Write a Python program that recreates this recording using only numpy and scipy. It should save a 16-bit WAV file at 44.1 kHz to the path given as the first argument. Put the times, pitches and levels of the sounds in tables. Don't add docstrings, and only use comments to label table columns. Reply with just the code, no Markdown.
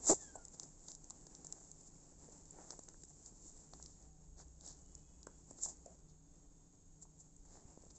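import sys
import numpy as np
from scipy import signal
from scipy.fft import rfft, irfft
from scipy.io import wavfile

SR = 44100
rng = np.random.default_rng(int(sys.argv[2]) if len(sys.argv) > 2 else 0)


def transcribe(u):
    v = np.clip(np.atleast_2d(u).T, -1, 1)
    q = np.round(v * 32767).astype(np.int16)
    wavfile.write(sys.argv[1], SR, q)


N = 352032
T = np.arange(N) / SR

# f/Hz, relative level/dB
CLAW_SPECTRUM = [(200, -42.5), (1000, -35.5), (2000, -36), (2900, -34.5), (3700, -19.5), (4800, -13),
                 (5700, -8), (6250, -4.5), (6750, -0.5), (7400, 3.5), (7800, -5), (8200, -19.5),
                 (8700, -43.5)]
# f/Hz, relative level/dB
THREAD_SPECTRUM = [(200, -39.5), (1000, -26.5), (2000, -41.5), (2950, -42.5), (3650, -25.5), (4700, -17.5),
                   (5700, -8), (6600, -1.5), (7400, 4), (7850, -2), (8250, -21), (8700, -32.5)]
# f/Hz, relative level/dB
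CRUNCH_SPECTRUM = [(100, -17), (300, 10.5), (500, 2), (900, 1.5), (1300, -7.5), (1750, -3.5), (2150, -21.5),
                   (2600, -26.5), (4000, -27)]


def claw_snags(snap_s=0.00064, fray_s=0.0038, ring_db=-17):
    # t/s, level/dB, treble tilt/(dB per kHz), fraying/0-1
    plucks = [(0.154, -54, 8, 0), (0.354, -53, 10, 0.15), (0.3584, -50, 11, 0.7), (0.452, -49, -.5, .15),
              (0.483, -54, -0.5, 0.1), (0.5981, -43.5, -2, 0.12), (0.633, -50.5, -3, 0.4),
              (0.884, -48.5, -6, .6), (0.9176, -50.5, -2.5, 0), (0.9507, -50.5, -3, 0.3),
              (1.043, -55.5, -3, 0.2), (1.1, -51, 1, .1), (1.107, -46, -2, 0), (1.2676, -54.5, -4.5, 0.6),
              (1.351, -52, -4, 0), (1.4464, -51, -.5, 0.8), (1.4691, -48, 1, 0), (1.5255, -41.5, -2, 0),
              (1.7157, -51, 1, 0), (2.5074, -51, 16, 0.3), (2.7061, -45, -4.5, 0.35), (2.721, -54, 0, 1),
              (2.7919, -51.5, -0.5, .7), (2.8875, -52, -1.5, 0.3), (3.035, -53, -1.5, 1),
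              (3.0492, -57, 1, 1), (3.2602, -52, -0.5, 0.9), (3.736, -55.5, -7.5, .4),
              (3.8265, -50.5, -1.5, 0.3), (3.861, -53, -5, 0), (4.6105, -57.5, -6, 0.04),
              (4.662, -50, 18, .4), (4.6756, -54, -5, .9), (4.686, -51.5, 14, 0.4),
              (4.952, -50.5, 2.5, 0.1), (5.2307, -56.5, -2.5, .45), (5.2686, -51.5, 2.5, 0.5),
              (5.5082, -51, 2, 1), (5.6344, -37, 6, .3), (5.6506, -41, 0, 0.5), (5.8594, -55, 1.5, 0.9),
              (7.3645, -60, 7, 0.3)]
    out, t = np.zeros(N), np.arange(-128, 896) / SR
    for at, db, tilt, fray in plucks:
        burst = np.exp(-np.maximum(t / (snap_s + fray * fray_s), -t / snap_s) ** 2)
        small_snaps = rng.standard_normal(len(t)) * burst
        main_snap = .5 * (1 - fray) * (t == 0)
        snap = colour(small_snaps / np.linalg.norm(small_snaps) + main_snap, THREAD_SPECTRUM, tilt)
        add(out, at + t[0], amp(db) * short_unit(snap))
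    return in_box(out, ring_db, t60=0.033)


def paw_drags(box_gain_db=-1, flutes_db=-3, squareness=1.4):
    strokes = [(0.099, 0.097, -25.5, 2, -39.5), (0.225, 0.28, -54, 2, -67.5),
               (0.545, .045, -55, 0.5, -65.5), (0.632, 0.21, -58, 1.5, -66.5),
               (0.902, 0.19, -54.5, 0.5, -66), (1.591, 0.64, -63, 1.5, -70), (1.874, 0.078, -58.5, 1, -72),
               (2.326, 0.032, -58.5, 1, -71), (2.606, .18, -64.5, 2, -56.5), (2.72, 0.19, -57.5, 0.5, -62),
               (2.837, 0.026, -53, 2.5, -78), (3.102, 0.065, -59.5, 3, -74), (3.275, 0.074, -57, 1.5, -67),
               (3.48, 0.19, -57.5, 1.5, -77), (3.869, 0.45, -65, -0.5, -79), (4.404, 0.084, -60, -2, -62),
               (4.683, 0.17, -56.5, -2, -64.5), (4.817, .045, -62.5, 5, -75),
               (5.589, 0.024, -56, -.5, -57.5), (5.643, 0.08, -38, 2.5, -59.5),
               (5.693, 0.1, -46.5, 3, -61.5), (6.102, 0.048, -71, -4, -87), (7.029, 0.038, -52.5, 3, -74),
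               (7.207, 0.054, -57, 4, -74), (7.459, .05, -64.5, 3, -74), (7.549, 0.23, -67, -1.5, -65.5),
               (7.907, .018, -61, -3.5, -67.5), (7.964, .046, -58, 1, -68)]
    # f/Hz, relative level/dB
    box_spectrum = [(60, -28), (170, -16), (300, 0), (450, -3.5), (800, -1.5), (1100, -11.5), (1500, -15),
                    (2000, -20.5), (2700, -32.5), (4000, -40.5)]
    out, t = np.zeros(N), np.arange(-6000, 8000) / SR
    for at, length, db, tilt, box_db in strokes:
        bare = np.clip(-tilt / 3, 0, 1)
        swell = amp(-20 * abs(2 * t / length) ** (1.1 + squareness * bare))
        hiss = colour(fibres(len(t), per_s=1700, spread_db=1, smooth=0.34), CLAW_SPECTRUM, tilt)
        murmur = colour(fibres(len(t), per_s=790, spread_db=11, smooth=0.44), box_spectrum)
        flutes = colour(fibres(len(t), per_s=900, spread_db=1, smooth=0.33), CRUNCH_SPECTRUM)
        cardboard = np.sqrt(1 - .5 * bare) * murmur + bare * amp(flutes_db) * flutes
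        sound = swell * (amp(db) * hiss + amp(box_db + box_gain_db) * cardboard)
        add(out, at + t[0], sound[at + t >= 0])
    return out


def claw_scrape(at=0.088, bite_s=0.0112, db=-25.5, sag_db_per_s=191, rasp_db=-7, rasp_s=0.0016):
    grip_hz, skid_hz, skid_at, skid_rise_s = 300, 420, .112, .008
    skid = np.clip((T - skid_at) / skid_rise_s, 0, 1)
    slip_hz = (grip_hz + (skid_hz - grip_hz) * skid) * np.exp(0.11 * wander(220))
    sag_db = sag_db_per_s * np.maximum(T - at - bite_s, 0)
    level = amp(db - sag_db) * envelope(at, bite_s, hold=0.0355, release=0.005) ** 2
    slip_count = np.floor(np.cumsum(slip_hz) / SR)
    slips = np.diff(slip_count, prepend=0) * np.sqrt(SR / slip_hz)
    slip_tails = signal.lfilter([1], [1, -np.exp(-1 / (rasp_s * SR))], slips)
    tear = unit(slip_tails) * rng.standard_normal(N)
    # f/Hz, relative level/dB
    kick_spectrum = [(60, -16), (170, 3.5), (290, -5), (450, -3), (650, -7.5), (900, -13), (1200, -24),
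                     (1600, -36), (2200, -38), (3200, -50)]
    kicks = colour(-slips * level, kick_spectrum)
    return kicks + amp(rasp_db) * colour(tear * level, CLAW_SPECTRUM, tilt=1)


def paw_pats(bare_ring_db=-5, padding_db=-35.5, crunch_s=0.0016, push_db=-7, push_s=0.00072):
    # t/s, level/dB, surface f/Hz, relative crunch level/dB, padding (near 0 bare cardboard, near 1 the lap)
    landings = [(0.3554, -47.5, 690, -10, 0), (1.1056, -60.5, 930, -3, 0), (1.268, -60.5, 500, -1, .05),
                (1.448, -59.5, 557, -12, 0.6), (2.2869, -55, 448, -10, 0.1), (2.705, -55, 740, 5, .45),
                (2.7915, -53, 570, -14, 0.4), (2.8844, -59, 570, 2, 0), (2.9427, -63.5, 626, 9, 2),
                (3.0357, -60.5, 850, .5, 1), (3.324, -60, 200, -25, 0.6), (3.7353, -55, 760, -7, 0.3),
                (3.7993, -61.5, 706, -6.5, 0.4), (5.2695, -48.5, 460, 0, .1), (5.511, -53.5, 490, -9, 0.5),
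                (5.66, -53, 830, -2, 0), (5.8614, -52, 570, -22, -0.16), (7.053, -67, 820, -25, 0),
                (7.652, -51.5, 59, -39, 1), (7.7752, -53, 376, -20, 0.55), (7.8367, -60, 440, -16, 0.2),
                (7.866, -60.5, 444, -19, 0.4)]
    out, t = np.zeros(N), np.arange(8000) / SR
    for at, db, hz, crunch_db, padding in landings:
        ring_db = bare_ring_db + padding_db * padding
        loss = amp(-ring_db / 2)
        flex = t ** 2 * np.exp(-2 * loss * hz * t) * np.sin(2 * np.pi * hz * t)
        pulse = t * (1 - t / (2 * push_s)) * np.exp(-t / push_s)
        push = amp(push_db + padding_db * padding ** 4) * unit(pulse)
        crunch = colour(rng.standard_normal(len(t)) * t * np.exp(-2 * t / crunch_s), CRUNCH_SPECTRUM)
        blow = short_unit(unit(flex) + amp(crunch_db) * unit(crunch) + push)
        add(out, at, amp(db) * in_box(blow, ring_db, t60=0.24))
    return out


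def mew(at=.165, length=.285, rise_s=0.079, fall_s=0.026, db=-72, octave_db=-5.5):
    top_hz, shut_hz, end_hz = 1900, 1520, 1360
    hz = top_hz + (end_hz - top_hz) * np.clip((T - at) / length, 0, 1) ** .76
    phase = 2 * np.pi * np.cumsum(hz * (1 + 0.011 * wander(90))) / SR
    catch_db = -16 * np.exp(-((T - 0.33) / 0.009) ** 2)
    shimmer_db = 2 * wander(40)
    level = amp(db + catch_db + shimmer_db) * envelope(at, rise_s, length - rise_s - fall_s, fall_s)
    opening = np.clip((hz - shut_hz) / (top_hz - shut_hz), 0, 1) ** .5
    voice = np.sqrt(2) * level * (np.sin(phase) + opening * amp(octave_db) * np.sin(2 * phase))
    return in_box(voice, ring_db=-8, t60=0.28)


def stirring(brush_db=-1.5, creep_db=-1.5, prickle_db=-12, tick_db=-15):
    # t/s, relative fur level/dB, relative box level/dB
    activity = [(0.0, -58.5, -59.5), (0.24, -64.5, -66.5), (0.87, -67.5, -71), (1.47, -64, -66),
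                (1.71, -67, -72), (2.27, -65.5, -67), (2.75, -65, -69), (3.0, -66, -72.5),
                (3.71, -64.5, -68), (4.09, -73, -74), (4.4, -73, -74.5), (4.76, -68, -70.5),
                (5.29, -71, -72.5), (5.62, -62.5, -66.5), (6.11, -76, -74), (7.31, -74.5, -77.5),
                (7.69, -70, -68), (7.98, -68, -71)]
    # f/Hz, relative level/dB
    fur_spectrum = [(1000, -39), (2900, -29), (3800, -22), (4900, -12.5), (5800, -7.5), (6600, -1.5),
                    (7500, 5.5), (7850, -3), (8200, -13), (8700, -49.5)]
    # f/Hz, relative level/dB
    creep_spectrum = [(100, -19), (200, 2), (300, 3), (420, -2), (600, -6.5), (850, -6.5), (1200, -16),
                      (2000, -22.5), (3000, -28.5), (5000, -38)]
    flutter_db = 1.5 * wander(11)
    brush = colour(fibres(N, per_s=10000, spread_db=9.5, smooth=0.62), fur_spectrum)
    prickle = colour(fibres(N, per_s=190, spread_db=5.5, smooth=0), CLAW_SPECTRUM, tilt=-0.94)
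    creep = colour(fibres(N, per_s=600, spread_db=2.5, smooth=0.81), creep_spectrum)
    ticks = colour(fibres(N, per_s=17, spread_db=4.5, smooth=0), THREAD_SPECTRUM, tilt=-2.1)
    rustle = amp(brush_db) * brush + amp(prickle_db) * prickle + amp(tick_db) * ticks
    rustle *= amp(curve(activity, 1) + flutter_db)
    return rustle + amp(curve(activity, 2) + flutter_db + creep_db) * creep


def whines(gain_db=-4, width_hz=22, steady=0.6):
    tones = [(3.94, 4.285, 759, -75), (4.72, 5.3, 2980, -88), (4.8, 5.5, 3350, -88), (4.85, 5.3, 2560, -89),
             (5.845, 7.052, 3570, -93)]
    out = np.zeros(N)
    for start, end, hz, db in tones:
        on = (T > start) & (T < end)
        flutter = (wander(width_hz) + 1j * wander(width_hz) + steady) / np.sqrt(2)
        tone = (flutter[on] * np.exp(2j * np.pi * hz * T[on])).real
        out[on] += amp(db + gain_db) * tone * signal.windows.tukey(on.sum(), .5)
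    return out


def room_tone(hum_hz=152.8, rumble_db=-65.5, drone_gain_db=4, hiss_db=-75):
    # t/s, level of the lowest hum line/dB, relative drone level/dB
    swell = [(0.3, -76.5, -70), (0.73, -76, -81.5), (1.33, -72, -72.5), (1.86, -75, -79.5),
             (3.64, -73, -74.5), (3.77, -74, -69.5), (4.28, -69.5, -68), (5.8, -80, -71),
             (6.12, -68.5, -73), (6.63, -86.5, -80.5), (7.14, -69.5, -78.5), (7.36, -85, -73.5),
             (7.98, -81, -72)]
    # f/Hz, level/dB
    upper_lines = [(183, -80), (283, -81), (430, -87)]
    # f/Hz, relative level/dB
    rumble_spectrum = [(10, -6.5), (25, 6.5), (40, 2.5), (52, -10), (70, -10.5), (90, -4), (125, -12),
                       (165, -2.5), (215, -24), (290, -14.5), (500, -29), (1500, -39), (6000, -80)]
    drone_spectrum = [(15, -21), (40, -5.5), (54, -10), (64, 2.5), (71, -11), (88, -24.5), (140, -27.5),
                      (300, -47), (3000, -78.5)]
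    hiss_spectrum = [(500, -28), (1500, -33), (2900, -22.5), (4200, -18), (5300, -18), (6100, -13),
                     (6650, 5), (7100, -6.5), (7600, -2), (7950, -13.5), (8300, -17), (8700, -41.5)]
    hum = amp(curve(swell, 1)) * hum_line(hum_hz)
    hum += sum(amp(db) * hum_line(hz) for hz, db in upper_lines)
    rumble = amp(rumble_db) * colour(rng.standard_normal(N), rumble_spectrum, size=16384)
    drone = colour(rng.standard_normal(N), drone_spectrum, size=32768)
    drone *= amp(curve(swell, 2) + drone_gain_db)
    hiss = amp(hiss_db) * colour(rng.standard_normal(N), hiss_spectrum)
    return hum + rumble + drone + hiss


def hum_line(hz, drift_hz=2, throb_db=2):
    level = np.sqrt(2) * amp(throb_db * wander(3))
    return level * np.sin(2 * np.pi * np.cumsum(hz + drift_hz * wander(5)) / SR)


def fibres(count, per_s, spread_db, smooth):
    size = amp(spread_db * np.minimum(rng.exponential(1, count), 3.5))
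    clicks = size * rng.choice([-1, 1], count) * (rng.random(count) < per_s / SR)
    return np.sqrt(1 - smooth) * unit(clicks) + np.sqrt(smooth) * rng.standard_normal(count)


def in_box(sound, ring_db, t60):
    t = np.arange(6000) / SR
    tail = rng.standard_normal(len(t)) * amp(-60 * t / t60) * (t > .003)
    return sound + amp(ring_db) * signal.fftconvolve(sound, tail / np.linalg.norm(tail))[:len(sound)]


def colour(x, spectrum, tilt=0, size=2048):
    hz = abs(np.fft.fftfreq(size, 1 / SR))
    f, db = np.transpose(spectrum)
    db = np.interp(np.log(hz + 1), np.log(f), db) + tilt * (np.clip(hz, 4400, 7600) - 7000) / 1000
    minimum_phase = np.exp(np.conj(signal.hilbert(np.log(amp(db)))))
    impulse = np.fft.ifft(minimum_phase).real[:size // 2]
    return signal.fftconvolve(x, impulse / np.linalg.norm(impulse))[:len(x)]


def wander(hz):
    f = np.fft.rfftfreq(N, 1 / SR)
    return unit(irfft(rfft(rng.standard_normal(N)) / (1 + (f / hz) ** 4), N))


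def envelope(start, attack, hold, release):
    return np.clip(np.minimum((T - start) / attack, (start + attack + hold + release - T) / release), 0, 1)


def curve(rows, column):
    rows = np.asarray(rows)
    return np.interp(T, rows[:, 0], rows[:, column])


def amp(db):
    return 10 ** (np.asarray(db) / 20)


def unit(x):
    return x / np.sqrt(np.mean(x ** 2) + 1e-20)


def short_unit(x):
    return x * np.sqrt(.005 * SR) / np.linalg.norm(x)


def add(mix, at, sound):
    part = mix[max(round(at * SR), 0):][:len(sound)]
    part += sound[:len(part)]


def scene():
    kittens = claw_snags() + paw_drags() + claw_scrape() + paw_pats() + mew() + stirring()
    return (kittens + whines() + room_tone())[None]


def record(dry):
    lowpass = signal.firwin(511, 8720, window=("kaiser", 9), fs=SR)
    return signal.oaconvolve(dry, lowpass[None], "same")


dry = scene()
out = record(dry)
transcribe(out)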